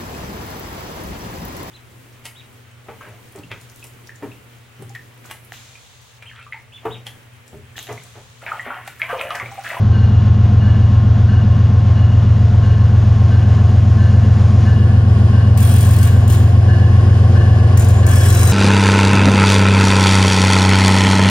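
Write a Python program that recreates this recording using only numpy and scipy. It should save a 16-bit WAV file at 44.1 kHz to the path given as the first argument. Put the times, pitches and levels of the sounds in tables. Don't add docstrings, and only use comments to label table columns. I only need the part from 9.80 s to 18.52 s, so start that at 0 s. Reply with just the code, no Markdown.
import sys
import numpy as np
from scipy import signal
from scipy.fft import rfft, irfft, next_fast_len
from scipy.io import wavfile
from scipy.ndimage import uniform_filter1d, minimum_filter1d, map_coordinates

SR = 44100
rng = np.random.default_rng(int(sys.argv[2]) if len(sys.argv) > 2 else 0)


def inscribe(sig):
    pcm = np.round(np.clip(np.atleast_2d(sig).T, -1, 1) * 32767)
    wavfile.write(sys.argv[1], SR, pcm.astype(np.int16))


N = 384552
T = np.arange(N) / SR
HZ = np.fft.rfftfreq(2 * next_fast_len(N // 2 + SR // 8, real=True), 1 / SR)


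def amp(db):
    return 10 ** (np.asarray(db) / 20)


def unit(x):
    return x / np.sqrt(np.mean(abs(x) ** 2) + 1e-20)


def over_time(rows):
    rows = np.array(rows, float)
    return np.interp(T, rows[:, 0], rows[:, 1])


def over_pitch(rows, column=1):
    rows = np.array(rows, float)
    return np.interp(np.log(HZ + 1), np.log(rows[:, 0]), rows[:, column])


def filtered(x, gain):
    return irfft(rfft(x, 2 * len(HZ) - 2) * gain)[..., :N]


def noise(db_per_hz):
    return filtered(rng.standard_normal((2, N)), amp(db_per_hz) * np.sqrt(SR / 2))


def drift(rate_hz, points=4096):
    hz = np.fft.rfftfreq(points, N / SR / points)
    slow = irfft(rfft(rng.standard_normal(points)) * np.exp(-(hz / rate_hz) ** 2))
    return np.interp(T, np.linspace(0, N / SR, points), unit(slow))


def add(mix, start_s, sound):
    part = mix[max(round(start_s * SR), 0):][:len(sound)]
    part += sound[:len(part)]


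def tree_echo(x, fade_s=0.37):
    t = T[:SR // 2]
    tail = rng.standard_normal(len(t)) * amp(-60 * t / fade_s)
    return signal.oaconvolve(x, tail / np.linalg.norm(tail))[:N]


# time_s, nearness
TRAIN_NEARNESS = [(0, 0.032), (2.3, 0.12), (3.3, 0.28), (8.72, 1.266)]
# time_s, cycles_per_s
ENGINE_SPEED = [(0, 7.481), (3.5, 7.491), (8.72, 7.495)]
CYCLE_HZ = ENGINE_SPEED[0][1]


def train_motion():
    return np.cumsum(over_time(ENGINE_SPEED)) / SR, over_time(TRAIN_NEARNESS)


def arrival(level_at_s=8.74, surge_s=0.43):
    return np.exp(np.minimum(T - level_at_s, 0) / surge_s)


# pitch_hz, far_db_per_hz, near_db_per_hz
ROAR_COLOUR = [(25, -70.5, -60.5), (70, -58.5, -47.5), (211, -51, -55), (340, -59, -59.5),
               (760, -64.5, -62), (890, -65, -70), (1106, -64.5, -60), (1280, -67.5, -72.5),
               (1560, -68, -67.5), (2280, -77, -74), (3100, -75.5, -74), (3530, -78, -78.5),
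               (6100, -89.5, -83.5), (9530, -102.5, -89), (11200, -113.6, -105.0), (15500, -112.0, -105.2)]
# pitch_hz, width_hz, change_db
GROUND_BOUNCE = [(470, 120, 1), (3800, 460, -0.5), (5000, 410, 4.5), (6060, 590, -1.5)]


def roar(cycles, near, chuff=0.078, flutter_db=0.64):
    share = np.clip(near, 0, 1)
    ground_db = sum(db * np.exp(-(2 * (HZ - hz) / width) ** 2) for hz, width, db in GROUND_BOUNCE)
    far_noise = noise(over_pitch(ROAR_COLOUR))
    near_noise = noise(over_pitch(ROAR_COLOUR, column=2) + ground_db)
    rush = np.sqrt(1 - share) * far_noise + np.sqrt(share) * near_noise
    firing = np.cos(2 * np.pi * 12 * cycles)
    swell_db = -2.5 + 3 * near + 2.8 * arrival()
    return rush * (1 + chuff * firing) * amp(swell_db + flutter_db * drift(12))


def rising_hum(start_s=2.8, start_hz=219.6, rise_hz_per_s=3.4, peak_s=6.04, swell_s=1.86, flutter=0.18):
    phase = 2 * np.pi * np.cumsum(start_hz + rise_hz_per_s * (T - start_s)) / SR
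    swell = np.exp(-((T - peak_s) / swell_s) ** 2)
    tone = amp(-32.5) * swell * unit(np.sin(phase))
    overtone = amp(-43) * unit(np.sin(1.5 * phase))
    fade_in = np.clip((T - start_s) / 0.34, 0, 1)
    return fade_in * sum(part * (1 + flutter * drift(3.5)) for part in (tone, overtone))


# pitch_hz, width_hz, far_db, near_db
MACHINE_WHINES = [(356.5, 3.7, -51, -42), (529, 2, -51, -46), (633, 2.3, -50.5, -47), (714.5, 4, -44, -41),
                  (745.5, 1.5, -53.5, -43.5), (766, 0.94, -50, -42), (1068, 4.4, -45.5, -45.5),
                  (1106, 78, -53.5, -47), (1437, 6.6, -52.5, -50.5), (3370, 11, -61.5, -60.5)]


def machine_whines(near, smear=0.85, flutter=0.31, surge_db=3):
    out = np.zeros(N)
    for hz, width_hz, far_db, near_db in MACHINE_WHINES:
        tone = np.sin(2 * np.pi * hz * T + smear * drift(width_hz))
        whine = unit(tone * (1 + flutter * drift(width_hz)))
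        out += amp(far_db + (near_db - far_db) * near) * whine
    return out * amp(surge_db * arrival())


def valve_clatter(cycles, near, far_db=-41, near_db=-34, low_hz=300, high_hz=750, points=1024):
    hz = np.arange(points // 2 + 1) * CYCLE_HZ
    band = (hz / low_hz) ** 4 / (1 + (hz / low_hz) ** 4) / (1 + (hz / high_hz) ** 6)
    pattern = unit(irfft(rfft(rng.standard_normal(points)) * band))
    looped = map_coordinates(pattern, [cycles % 1 * points], mode="grid-wrap")
    return amp(far_db + (near_db - far_db) * near) * looped


# pitch_hz, far_db, near_db, ring_s (time to fade by 60 dB)
BELL_TONES = [(1558, -45.5, -37.5, 1.1), (1548, -46.5, -41, 1.2), (1733, -45, -35, 1.6),
              (2878, -44.5, -45.5, 1.5), (2853, -46, -49, 1.9), (4174, -54, -47, 1.9),
              (4400, -59, -59.5, 0.8)]


def bell(near, first_s=.125, every_s=.6748, rise_s=0.0063, sag=.005, sag_s=.25, uneven_db=2.0):
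    out, t = np.zeros(N), T[:SR]
    sagging_time = np.cumsum(1 - sag * (1 - np.exp(-(t / sag_s) ** 2))) / SR
    attack = 1 - np.exp(-t / rise_s)
    for hz, far_db, near_db, ring_s in BELL_TONES:
        tone, shimmer = np.zeros(N), 1.3 * drift(18)
        for strike_s in np.arange(first_s, T[-1], every_s):
            phase = 2 * np.pi * (hz * sagging_time + rng.random()) + np.interp(strike_s + t, T, shimmer)
            fade = amp(uneven_db * rng.standard_normal() - 60 * t / ring_s)
            add(tone, strike_s, attack * fade * np.sin(phase))
        flicker_db = 0.5 * drift(11)
        out += tone * amp(far_db + (near_db - far_db) * near + flicker_db)
    return out + 0.69 * tree_echo(out)


# start_s, end_s, pitch_hz, level_db
HISS_WHISTLES = [(5.8, 6.13, 3335, -40.5), (6.2, 6.72, 6880, -53), (7.967, 8.21, 7020, -43),
                 (8.267, 8.53, 3330, -37.5), (8.296, 8.8, 5420, -42), (8.47, 8.8, 3940, -39)]


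def hiss_whistles(width_hz=35, fade_s=0.026):
    out = np.zeros(N)
    for start_s, end_s, hz, level_db in HISS_WHISTLES:
        fade = np.clip(np.minimum(T - start_s, end_s - T) / fade_s, 0, 1)
        ring = (drift(width_hz) + 1j * drift(width_hz)) * np.exp(2j * np.pi * hz * T)
        out += amp(level_db) * fade * unit(ring.real)
    return out


def sputter(length_s, level_db, change_db, gap_s=.0225, jitter=.12, build_s=0.017, release_s=.012):
    t = T[:SR]
    release = np.exp(-np.maximum(t - length_s, 0) / release_s)
    outline = amp(level_db + change_db * np.minimum(t / length_s, 1)) * release
    rush = amp(-3 + 2 * drift(60)[:SR]) * (1 - np.exp(-t / build_s))
    spit = np.exp(-t / .006) * (1 - np.exp(-t / .0007))
    power, spit_s = rush ** 2, 0
    for lateness, strength in rng.standard_normal((24, 2)):
        spit_db = 8 + 2 * strength + 2 * (spit_s == 0)
        add(power, spit_s, (amp(spit_db) * spit) ** 2)
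        spit_s += gap_s * np.exp(jitter * lateness)
    return power * outline ** 2


def mottled(x, patchy_db=2, ripple_db=2.0, ripple_hz=45):
    ripple = unit(uniform_filter1d(rng.standard_normal(len(HZ)), size=round(ripple_hz / HZ[1])))
    slices = signal.stft(filtered(x, amp(ripple_db * ripple)), nperseg=512, noverlap=384)[2]
    patches = uniform_filter1d(rng.standard_normal(slices.shape[1:]), size=4, axis=0)
    patches = unit(uniform_filter1d(patches, size=16, axis=1))
    return signal.istft(slices * amp(patchy_db * patches), nperseg=512, noverlap=384)[1][:, :N]


# start_s, length_s, base_level_db, change_db (over the burst)
HISS_BURSTS = [(5.774, .37, -27.5, -3), (6.163, .11, -31, 3), (6.478, 0.057, -28, 3.5),
               (7.973, 0.077, -27, -6.5), (8.085, 0.031, -27.5, -8), (8.265, .46, -27.5, 4)]
# pitch_hz, approaching_db, alongside_db
HISS_COLOUR = [(500, -6.5, -7.5), (1500, -1, 2), (2150, 0.5, 1), (3260, -3.5, -6.5), (4520, -6.5, -10.5),
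               (5940, -6, -4), (7560, -2, -1), (8250, 1, 1), (9630, -3, -5), (10550, -15, -14),
               (12000, -12.5, -15), (13300, -8, -11.5), (15400, -2.5, -8.5)]


def air_hiss(echo_db=-5, echo_s=0.62, crisp_hz=5000, body_share=0.14, turn_start_s=6.5, turn_s=1.8):
    power = np.zeros(N)
    for start_s, length_s, level_db, change_db in HISS_BURSTS:
        add(power, start_s, sputter(length_s, level_db, change_db))
    tail = amp(-60 * T[:SR] / echo_s) ** 2
    echo = abs(signal.oaconvolve(power, tail / tail.sum())[:N])
    side_on = np.clip((T - turn_start_s) / turn_s, 0, 1)
    approaching = unit(noise(over_pitch(HISS_COLOUR)))
    alongside = unit(noise(over_pitch(HISS_COLOUR, column=2)))
    hiss = unit(mottled(np.sqrt(1 - side_on) * approaching + np.sqrt(side_on) * alongside))
    body = filtered(hiss, 1 / (1 + (HZ / crisp_hz) ** 6))
    treble = hiss - body
    return np.sqrt(power + amp(echo_db) ** 2 * echo) * treble + np.sqrt(body_share * power + echo) * body


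# multiple_of_cycle, far_db, near_db
EXHAUST_TONES = [(6, -28.5, -37.5), (7, -35.5, -37.5), (9, -29, -25.5), (10, -24, -31), (11, -25.5, -28),
                 (12, -12, -10.5), (13, -30, -28.5), (14, -32, -30.5), (15, -11, -11.5), (16, -31, -33.5),
                 (17, -37.5, -35), (18, -32, -31), (19, -34.5, -37), (20, -32, -32), (21, -30, -33.5),
                 (22, -35, -33), (25, -42.5, -40.5), (26, -36, -40), (27, -34, -31), (28, -26.5, -34),
                 (29, -39, -32), (31, -41, -37.5), (32, -38, -35), (34, -40.5, -39.5), (35, -41.5, -43),
                 (46, -47.5, -42), (47, -57, -48), (49, -54.5, -43.5), (53, -55.5, -41.5), (59, -47.5, -46),
                 (65.1, -50.5, -45)]
# time_s, boost_db
PIPE_BARK = [(0, 0.5), (1.5, 3), (2.8, -0.5), (5, 3), (8.72, -5)]


def exhaust(cycles, near, bark_hz=210, bark_width_hz=45, first_bark_s=.045):
    out, bark_db = np.zeros(N), over_time(PIPE_BARK)
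    since_bark = cycles - first_bark_s * CYCLE_HZ
    for multiple, far_db, near_db in EXHAUST_TONES:
        multiple = round(multiple)
        waver = 0.043 if max(far_db, near_db) > -18 else 0.19
        in_bark = np.exp(-((multiple * CYCLE_HZ - bark_hz) / bark_width_hz) ** 2)
        level = amp(far_db + (near_db - far_db) * near + in_bark * bark_db) * (1 + waver * drift(1.3))
        out_of_step = (1 - in_bark * (1 - near)) * rng.random()
        out += level * np.sin(2 * np.pi * (multiple * since_bark + out_of_step) + waver * drift(1.3))
    return amp(-9 + 1.5 * near) * unit(out)


# pitch_hz, likeness (0 to 1), right_lag_rad, left_minus_right_db
NARROW_STEREO = [(100, 1, 0, .5), (400, .99, .15, 1.1), (800, .92, .4, 3.5), (1050, .94, .15, 1.5),
                 (1300, .87, -.1, 3.4), (2000, .96, 0, 0), (3500, .96, .6, 0), (6500, .98, .1, 0),
                 (8200, .95, 2.9, 0), (10500, .9, .2, 0)]
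# pitch_hz, likeness (0 to 1), right_lag_rad, left_minus_right_db
WIDE_STEREO = [(100, 1, 0, .5), (400, .97, .3, 1.3), (850, .62, .9, 4), (1100, .82, .5, 1.8),
               (1330, .4, -2, 3.2), (1700, .7, .7, -1.6), (2200, .45, 2.9, -4.5), (3000, .55, 1, 1),
               (3800, .6, 1.6, 5), (5000, .72, .6, 6.5), (5700, .45, 1.3, 9), (8100, .93, 2.6, 3),
               (10500, .9, .1, 0), (13000, .9, -.1, 0), (15500, .7, -2.2, 0)]


def stereo(table, direct, scattered):
    likeness = np.clip(over_pitch(table), 0, 1)
    lag = over_pitch(table, column=2)
    lean = amp(over_pitch(table, column=3) / 2)
    left, right = np.array([lean, np.exp(-1j * lag) / lean]) / np.sqrt((lean ** 2 + lean ** -2) / 2)
    right_only = filtered(scattered, right * np.sqrt(1 - likeness ** 2))
    return np.array([filtered(direct, left), filtered(direct, right * likeness) + right_only])


def scene(lean_db=0.25, lag_s=0.00016, bright_db=4, bright_hz=6500, widen_at_s=4.955, widen_s=0.11):
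    cycles, near = train_motion()
    throb = exhaust(cycles, near)
    engine = np.array([amp(lean_db) * throb, amp(-lean_db) * np.interp(T - lag_s, T, throb)])
    machinery = valve_clatter(cycles, near) + machine_whines(near) + rising_hum()
    machinery += bell(near) + hiss_whistles()
    train = np.array([machinery, tree_echo(machinery)]) + roar(cycles, near) + air_hiss()
    brighter = filtered(train, amp(bright_db * np.exp(-((HZ - bright_hz) / 1400) ** 2)))
    wide = np.clip((T - widen_at_s) / widen_s + .5, 0, 1)
    return engine + (1 - wide) * stereo(NARROW_STEREO, *brighter) + wide * stereo(WIDE_STEREO, *train)


def record(dry, ceiling=.925, top_hz=15850):
    allowed_gain = np.minimum(1, ceiling / (abs(dry).max(0) + 1e-9))
    smooth_gain = uniform_filter1d(minimum_filter1d(allowed_gain, size=600), size=600)
    treble_cut = signal.firwin(511, top_hz, window=("kaiser", 9), fs=SR)
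    return signal.oaconvolve(dry * smooth_gain, treble_cut[None], "same")


dry = scene()
out = record(dry)
inscribe(out)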